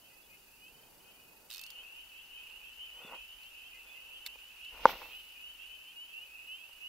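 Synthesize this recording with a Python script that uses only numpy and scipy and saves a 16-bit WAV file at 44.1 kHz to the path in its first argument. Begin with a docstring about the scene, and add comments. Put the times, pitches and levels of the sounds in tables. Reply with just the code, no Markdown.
"""Spring peepers call from the shore of a still pond, each peep a short rising whistle, with birds far off.
Heard in stereo from a drifting kayak, on a camera worn by an angler. At arm's length a reel ratchets,
its bail snaps open, the rod swishes and line hisses off the spool; the cast brings one hard knock.
Right at the microphones are cloth rubbing on the housing, moving air, hiss and a faint pulsing whine."""
import sys
import numpy as np
from scipy import signal
from scipy.fft import rfft, irfft
from scipy.io import wavfile

SR = 44100
rng = np.random.default_rng(int(sys.argv[2]) if len(sys.argv) > 2 else 0)


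def wav_record(signal):
    """Record a signal, one row per channel, as 16-bit PCM in the file named by sys.argv[1]."""
    frames = np.transpose(np.atleast_2d(signal))
    bounded = np.clip(frames, -1, 1)
    # unit amplitude maps onto the largest positive 16-bit level
    quanta = np.round(bounded * 32767).astype(np.int16)
    wavfile.write(sys.argv[1], SR, quanta)


N = 303408
TIME = np.arange(N) / SR

# The nearest frogs. Each name: start pitch in Hz, rise in Hz, length in seconds, left over right in dB.
FROG_VOICES = {"lead": (2805, 315, .115, 0), "quick": (2760, 195, .08, -3), "left": (2765, 315, .115, 8),
               "right": (2680, 250, .115, -8), "low": (2560, 185, .095, -8), "deep": (2425, 270, .13, -7),
               "shrill": (2930, 250, .08, 1), "high": (3070, 270, .08, 1), "far": (2450, 185, .085, 4)}
# Their clearest peeps. Each row: start in seconds, frog, relative level in dB.
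NEAR_PEEPS = [(.005, "shrill", -62.5), (.035, "low", -63.5), (.08, "far", -66), (.14, "low", -61),
              (.286, "far", -57), (.585, "lead", -59), (.615, "far", -57.5), (.635, "low", -58),
              (1.04, "far", -61), (1.06, "lead", -62), (1.58, "low", -51.5), (1.745, "quick", -50.5),
              (1.749, "shrill", -49.5), (1.92, "right", -53), (1.924, "left", -56), (2.17, "left", -58),
              (2.316, "lead", -51), (2.331, "shrill", -54), (2.365, "deep", -53), (2.491, "right", -51),
              (2.598, "left", -57.5), (2.773, "lead", -48), (2.78, "shrill", -47.5), (2.905, "lead", -50.5),
              (3.055, "right", -57), (3.125, "lead", -51.5), (3.146, "deep", -54), (3.275, "shrill", -53),
              (3.42, "shrill", -53), (3.512, "lead", -55.5), (3.676, "right", -55), (3.87, "deep", -53.5),
              (3.912, "right", -59), (4.122, "shrill", -50), (4.255, "right", -51), (4.598, "lead", -49),
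              (4.77, "right", -52), (5.009, "low", -51.5), (5.108, "lead", -49), (5.415, "lead", -46.5),
              (5.575, "right", -50), (5.72, "deep", -54.5), (5.845, "shrill", -51.5), (5.95, "lead", -46),
              (6.114, "right", -49), (6.12, "low", -47), (6.168, "quick", -46), (6.335, "low", -51),
              (6.355, "deep", -58.5), (6.463, "lead", -44.5), (6.469, "low", -48.5), (6.796, "low", -49),
              (6.815, "quick", -45)]
# Frogs that keep a beat. Each row: first peep and period in seconds, frog, relative level in dB.
STEADY_CALLERS = [(1.655, .49, "high", -60), (2.11, .496, "low", -54)]
# Rival frogs' trills. Each row: start and length in seconds, start and end pitch in Hz, level in dB.
RIVAL_TRILLS = [(0.423, 0.12, 2500, 2610, -64.5), (0.688, 0.21, 2970, 3130, -62.5),
                (0.984, 0.2, 3010, 3130, -66), (1.1, 0.4, 2470, 2600, -63)]
# Frogs further along the shore; the level jumps up at 1.5 s. 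Each row: time in seconds, level in dB.
CHORUS_LEVEL = [(0, -67), (.6, -66), (.95, -69.5), (1.25, -65), (1.493, -69), (1.5, -53), (1.95, -55),
                (2.6, -53.5), (3.45, -53), (4.05, -54.5), (4.35, -52.5), (5.4, -53.5), (5.65, -52.5),
                (5.95, -56.5), (6.2, -54.5), (6.88, -54.5)]
# Distant birds. Each row: start and length in seconds, pitch and arch height in Hz, level in dB.
BIRD_NOTES = [(.1, .07, 2000, 10, -71), (0.212, 0.066, 3380, 21, -68.5), (.3, 0.08, 2130, 9.2, -69.5),
              (3.006, 0.1, 3340, 160, -57.5), (3.725, 0.075, 2030, 40, -62), (3.84, 0.12, 3420, 31, -63),
              (3.942, 0.067, 2000, 82, -63)]

# Metal contacts in the reel. Each row: start in seconds, relative level in dB.
RATCHET_CLICKS = [(1.5025, -35), (1.5115, -37), (1.5205, -38), (1.5285, -36.5), (1.538, -37.5),
                  (1.5465, -35), (1.5595, -37), (1.5695, -38), (1.5803, -38.5), (1.5933, -36),
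                  (1.614, -36.5), (1.637, -37), (1.6645, -39.5), (1.7038, -38)]  # slowing down
BAIL_CLICKS = [(2.5, -52.5), (3.15, -51), (3.435, -48), (4.2573, -47), (4.2627, -26.5), (4.2645, -34),
               (4.268, -34), (4.2705, -35), (4.273, -34), (4.648, -44)]  # small ticks and the snap
# Blows carried to the camera housing. Each row: start in seconds, strength in dB, contact in seconds.
HOUSING_BLOWS = [(3.048, -20.5, 0.0032), (3.138, -43.5, 0.0006), (4.357, -42, 0.0014), (4.855, 0, 0.00078),
                 (4.894, -29, 0.00058), (5.018, -39, 0.00052), (6.694, -54, 0.00087)]
# Resonances. Each row: pitch in Hz, relative level in dB, seconds to fall 60 dB, left over right in dB.
SPOOL_MODES = [(3670, -13, 0.021, -11), (3860, -9, 0.01, -12), (4340, -21.5, 0.35, -20),
               (4810, -13, 0.031, 1), (5240, -7, 0.0085, -7), (6293, -27.5, 0.11, -2),
               (7500, -21.5, 0.031, -7), (9800, -26, 0.048, 3), (11760, -18, .012, -2),
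               (14400, -11, .012, -2)]  # ratchet wheel and spool
BAIL_MODES = [(2250, -20, .016, 0), (2700, -14, .018, 0), (3580, -11, .012, -4), (3930, -9, .011, -5),
              (4330, -10, .018, -6), (5200, -18, .008, -3), (7300, -19, .007, -1), (11750, -14, .008, -2),
              (14100, -14, .007, -2)]  # damped by the hand
HOUSING_MODES = [(208, 14.4, .014, 1), (527, 10.5, .0198, 0), (903, 9.3, .0185, 3), (1081, 4.8, .0092, -3),
                 (1420, -7, .022, .5), (1930, -16, .022, 2), (2130, -11, .026, 2), (2750, -12, .014, 0)]

# Close moves. Each row: peak time in seconds, level in dB, then attack, hold and release in seconds.
ROD_SWINGS = [(4.93, -55, .42, 0.081, 0.28), (4.885, -42.5, .08, 0.019, .045)]  # a broad sweep with a whip at its fastest
LINE_PAYOUT = [(4.906, -43.5, .055, .003, 0.046), (4.91, -57.5, .25, .15, 0.53)]  # a burst, then a slow run
CLOTH_RUBS = [(.8, -73.5, .15, 0.81, .04), (1.8, -66.5, .3, 0, 0.27), (2.55, -73, .8, 0.089, .8),
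              (3.0, -59.5, 0.057, .015, .08), (3.125, -50.5, .15, 0.016, 0.051),
              (3.8, -71.5, .2, .52, 0.11), (4.745, -57.5, .06, .08, .1), (4.868, -44, 0.055, 0.064, 0.059),
              (5.015, -52.5, 0.055, 0.0056, .14)]  # strap and clothing, as the body moves
ARM_GUSTS = [(2.3, -75, .4, 2.1, .5), (4.865, -56.5, .25, .05, 0.12), (5.0, -67, .05, 0, .9)]  # air stirred by the arms
# A soft low rush early on. Each row: time in seconds, level in dB.
RUSH_LEVEL = [(0, -71.5), (.35, -72), (.55, -75), (.75, -68), (1.48, -69.5), (1.51, -101)]

# Noise colours. Each row: frequency in Hz, relative spectral density in dB.
WASH_COLOUR = [(900, -9.5), (1500, -7), (2100, -7), (2400, 0), (2800, -2), (3150, -2), (3450, -5.5),
               (4600, -13.5), (6500, -14.5)]  # the blur of the whole shore
SWISH_COLOUR = [(1500, -9), (2100, 1.5), (3000, 3.5), (4200, -5.5), (5800, -6.5), (7500, -25)]
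LINE_COLOUR = [(4000, 3), (8000, -23.5), (10500, -14), (12000, 0), (15000, 0.5)]
CLOTH_COLOUR = [(53, -34.5), (90, -21), (173, -12), (405, -6.5), (477, 1.5), (546, -0.5), (688, -4),
                (902, 3), (1280, -7), (1450, -1.5), (1710, -23.5), (1850, -8.5), (2300, -11), (2990, -43.5),
                (5060, -120)]
BREEZE_COLOUR = [(20, -2), (30, -4), (50, 1), (80, -19), (140, -30.5)]
LOW_RUSH_COLOUR = [(70, -7), (170, -4.5), (400, -4), (900, -7.5), (1300, -40.5)]
HISS_COLOUR = [(90, -4), (300, 0), (560, 0), (700, -2), (900, 3), (1150, -3), (1480, 0), (1850, -4),
               (3700, -5), (4700, -3.5), (5500, -3.5), (8700, -3.5), (9800, -1), (10800, -2), (15000, 0)]  # carries the housing's resonances
WHINE_COLOUR = [(4300, -14.5), (4700, -1), (5100, -22), (9200, -22), (9800, -6), (10400, -22), (11200, -16),
                (11700, -3.5), (11950, -1.5), (12400, -2.5), (12800, -23.5), (14200, -8), (15000, -20)]
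# How alike the two microphones hear noise. Each row: frequency in Hz, left-right correlation.
MIC_CORRELATION = [(60, .93), (300, 0.32), (1400, 0.43), (2600, 0.45), (8000, 0.028), (15000, 0.12)]


def peep(length, start_hz, end_hz, pan_db, flutter):
    """One frog's pure whistle swells and fades as it rises, reaching each microphone at its own phase."""
    progress = np.linspace(0, 1, max(int(length * SR), 2))
    phase = 2 * np.pi * np.cumsum(start_hz + (end_hz - start_hz) * progress) / SR
    phase += rng.uniform(0, 2 * np.pi)
    edges = np.minimum(1, 10 * np.minimum(progress, 1 - progress))
    swell = np.sqrt(np.abs(np.sin(np.pi * progress))) * edges
    waver = 1 + flutter * np.interp(progress, np.linspace(0, 1, 20), rng.standard_normal(20))
    mic_phase = rng.uniform(-1.12, 1.5) * np.array([[1], [-1]])
    return panned(pan_db) * np.sqrt(2) * swell * waver * np.sin(phase + mic_phase)


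def near_frogs(trim_db=-2.13, pitch_scatter=.003, trill_per_s=23.9, echo_db=-14):
    """Peeps and stuttering trills from the near shore; a frog repeats nearly the same peep every time."""
    out = np.zeros((2, N))
    beats = [(first + period * k, frog, db)
             for first, period, frog, db in STEADY_CALLERS for k in range(int(N / SR / period))]
    for start, frog, db in NEAR_PEEPS + beats:
        start_hz, rise_hz, length, pan_db = FROG_VOICES[frog]
        hz = start_hz * (1 + pitch_scatter * rng.standard_normal())
        add(out, start, from_db(db + trim_db) * peep(length, hz, hz + rise_hz, pan_db, flutter=.15))
    for start, length, start_hz, end_hz, db in RIVAL_TRILLS:
        call = peep(length, start_hz, end_hz, 0, flutter=.38)
        stutter = np.sin(np.pi * trill_per_s * TIME[:call.shape[1]]) ** 2
        add(out, start, from_db(db) * call * stutter)
    return out + from_db(echo_db) * shore_echo(out)


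def far_frogs(peeps_per_s=75, centre_hz=2784, spread_hz=247, rise_hz=257, echo_db=-5, wash_db=-11):
    """Along the shore, overlapping peeps merge into a shimmering band; deeper frogs sit to the right."""
    out = np.zeros((2, N))
    for start in np.arange(-.2, N / SR, 1 / peeps_per_s):
        late, high, loud, side, long = rng.standard_normal(5)
        hz = centre_hz + spread_hz * np.tanh(high) - 89.9 * (start < 1.37)  # early peeps are deeper
        length = .105 * np.exp(.1914 * long)
        call = peep(length, hz - rise_hz / 2, hz + rise_hz / 2, pan_db=4 * side + 2 * high, flutter=.33)
        add(out, start + .02 * late, from_db(3 * loud) * call)
    calls = rms_one(out + from_db(echo_db) * shore_echo(out))
    wash = from_db(wash_db) * stereo_noise(WASH_COLOUR)
    return level_curve(CHORUS_LEVEL) * panned(-.3) * rms_one(calls + wash)


def shore_echo(calls, t60=.35):
    """Reeds and trees on the bank scatter the calls into a short diffuse tail."""
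    t = TIME[:SR]
    tail = rng.standard_normal((2, SR)) * from_db(-60 * t / t60) * (t > .01)
    tail /= np.sqrt(np.sum(tail ** 2, axis=1, keepdims=True))
    return signal.fftconvolve(calls, tail, axes=1)[:, :N]


def reel(clicks, modes, trim_db, crack_db, crack_t60, min_bounce_s, bounce_db):
    """At arm's length, each metal contact bounces once; both touches ring the part with a bright crack."""
    out, t = np.zeros((2, N)), TIME[:SR // 4]
    bright = signal.butter(2, [3200, 16000], "band", fs=SR, output="sos")
    bass_cut = signal.butter(2, 1500, "high", fs=SR, output="sos")  # so small a body radiates no bass
    for start, db in clicks:
        for delay, touch_db in ((0, 0), (min_bounce_s, bounce_db)):
            crack = signal.sosfilt(bright, rng.standard_normal((2, len(t))))
            crack *= from_db(crack_db - 60 * t / crack_t60)
            touch = ringing(modes, vary_db=4.5) + crack
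            add(out, start + delay * rng.uniform(1, 1.6), from_db(db + trim_db + touch_db) * touch)
    return signal.sosfilt(bass_cut, out)


def cast(flutter_db=.5):
    """The rod swishes past the microphones and coils of line flick off the spool."""
    flutter = from_db(flutter_db * drift(150))
    swish = swells(ROD_SWINGS) * panned(-2.5) * stereo_noise(SWISH_COLOUR)
    line = swells(LINE_PAYOUT) * panned(-1) * stereo_noise(LINE_COLOUR)
    return flutter * (swish + line)


def housing_knocks(bass_cut_hz=1400):
    """A rounded push rings the camera housing, which passes little bass; longer contact sounds duller."""
    out, t = np.zeros((2, N)), TIME[:SR // 100]
    bass_cut = signal.butter(2, bass_cut_hz, "high", fs=SR, output="sos")
    body = signal.sosfilt(bass_cut, ringing(HOUSING_MODES, vary_db=0))
    for start, db, contact in HOUSING_BLOWS:
        push = np.sin(np.pi * np.minimum(t / contact, 1)) ** 2
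        add(out, start, from_db(db) * signal.fftconvolve(body, [push / push.sum()], axes=1))
    return out


def cloth_rubbing(slips_per_s=600, rest_db=-83.5):
    """Tiny slips of cloth on the plastic housing reach both microphones together."""
    slips = (rng.random(N) < slips_per_s / SR) * rng.standard_normal(N)
    sliding = .083 * rng.standard_normal(N)
    level = np.hypot(swells(CLOTH_RUBS), from_db(rest_db))
    return level * panned(1) * coloured(slips + sliding, CLOTH_COLOUR)


def distant_birds(flutter=.65):
    """Thin arched whistles, pitched above and below the frogs, waver with distance."""
    out = np.zeros((2, N))
    for start, length, hz, arch_hz, db in BIRD_NOTES:
        arch = np.sin(np.linspace(0, np.pi, int(length * SR)))
        phase = 2 * np.pi * np.cumsum(hz + arch_hz * arch) / SR
        add(out, start, from_db(db) * arch * np.sin(phase))
    return out * (1 + flutter * drift(200))


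def air(breeze_db=-77.5, wander_db=2):
    """A light breeze and gusts from the arms rumble on the microphones, with a soft low rush early on."""
    breeze = from_db(breeze_db + wander_db * drift(9))
    rumble = np.hypot(breeze, swells(ARM_GUSTS)) * stereo_noise(BREEZE_COLOUR)
    return rumble + level_curve(RUSH_LEVEL) * stereo_noise(LOW_RUSH_COLOUR)


def camera_noise(hiss_db=-62, whine_db=-69.5, frames_per_s=23.5):
    """The camera's electronics hiss steadily and whine once for every picture it takes."""
    pulses = (TIME * frames_per_s) % 1 < .5
    whine = from_db(whine_db) * rms_one(pulses * stereo_noise(WHINE_COLOUR))
    hiss = from_db(hiss_db) * stereo_noise(HISS_COLOUR)
    return panned(-1.2) * (hiss + whine)


def ringing(modes, vary_db):
    """A body's stereo answer to one blow: decaying sines, their strengths scattered by vary_db."""
    out, t = np.zeros((2, SR // 4)), TIME[:SR // 4]
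    for hz, db, t60, pan_db in modes:
        decay = from_db(db + vary_db * rng.standard_normal() - 60 * t / t60)
        out += panned(pan_db) * decay * np.sin(2 * np.pi * hz * t)
    return out


def stereo_noise(spectrum):
    """Noise that both microphones share in the bass and less in the treble."""
    hz = np.arange(N // 2 + 1) * SR / N
    alike = np.interp(hz, *np.transpose(MIC_CORRELATION))
    mid, side = rfft(rng.standard_normal((2, N)))
    pair = np.sqrt(1 + alike) * mid + np.sqrt(1 - alike) * side * [[1], [-1]]
    return coloured(irfft(pair, N), spectrum)


def coloured(x, spectrum):
    """Give a signal a spectrum that falls steeply beyond its ends; rms one."""
    hz = np.maximum(np.arange(N // 2 + 1) * SR / N, 1)
    points, db = np.transpose(spectrum)
    shape = from_db(np.interp(np.log(hz), np.log(points), db))
    low_cut = 1 + (points[0] / hz / np.sqrt(2)) ** 8
    high_cut = 1 + (hz / points[-1] / 2 ** .25) ** 16
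    return rms_one(irfft(rfft(x) * shape / np.sqrt(low_cut * high_cut), N))


def swells(rows):
    """Envelope of moves that rise, hold and fall; attack and release are the times for 20 dB."""
    power = 0
    for peak, db, attack, hold, release in rows:
        away = np.maximum(peak - TIME, 0) / attack + np.maximum(TIME - peak - hold, 0) / release
        power += from_db(db - 20 * np.minimum(away, 10)) ** 2
    return np.sqrt(power)


def level_curve(rows):
    """Rows of seconds and dB as a gain at every sample."""
    return from_db(np.interp(TIME, *np.transpose(rows)))


def drift(turns_per_s):
    """A random wander of rms one."""
    knots = rng.standard_normal(int(N / SR * turns_per_s) + 2)
    return rms_one(np.interp(TIME * turns_per_s, np.arange(len(knots)), knots))


def panned(db):
    """Left and right gains at constant power; positive dB leans left."""
    return rms_one(from_db([[db / 2], [-db / 2]]))


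def add(out, start, sound):
    """Mix a sound in at a start in seconds, trimmed to the scene."""
    at = int(start * SR)
    first, last = max(at, 0), min(at + sound.shape[-1], N)
    if last > first:
        out[..., first:last] += sound[..., first - at:last - at]


def from_db(db):
    """Decibels to gain."""
    return 10 ** (np.asarray(db) / 20)


def rms_one(x):
    """Scale to an rms of one."""
    return x / np.sqrt(np.mean(x ** 2) + 1e-20)


def scene():
    """From the kayak seat: the shore across the water, the tackle close by, the camera on the body."""
    ratchet = reel(RATCHET_CLICKS, SPOOL_MODES, trim_db=-2, crack_db=-2, crack_t60=.011,
                   min_bounce_s=.0012, bounce_db=-3.5)
    bail = reel(BAIL_CLICKS, BAIL_MODES, trim_db=-1.5, crack_db=-9, crack_t60=.014,
                min_bounce_s=.000876, bounce_db=-5)
    shore = near_frogs() + far_frogs() + distant_birds()
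    close_by = ratchet + bail + housing_knocks() + cloth_rubbing() + cast()
    return shore + close_by + air() + camera_noise()


def record(dry):
    """The camera limits peaks to full scale and cuts the treble above 15.6 kHz."""
    treble_cut = signal.ellip(10, .1, 80, 15600, fs=SR, output="sos")
    return signal.sosfilt(treble_cut, np.clip(dry, -1, 1))


dry = scene()
out = record(dry)
wav_record(out)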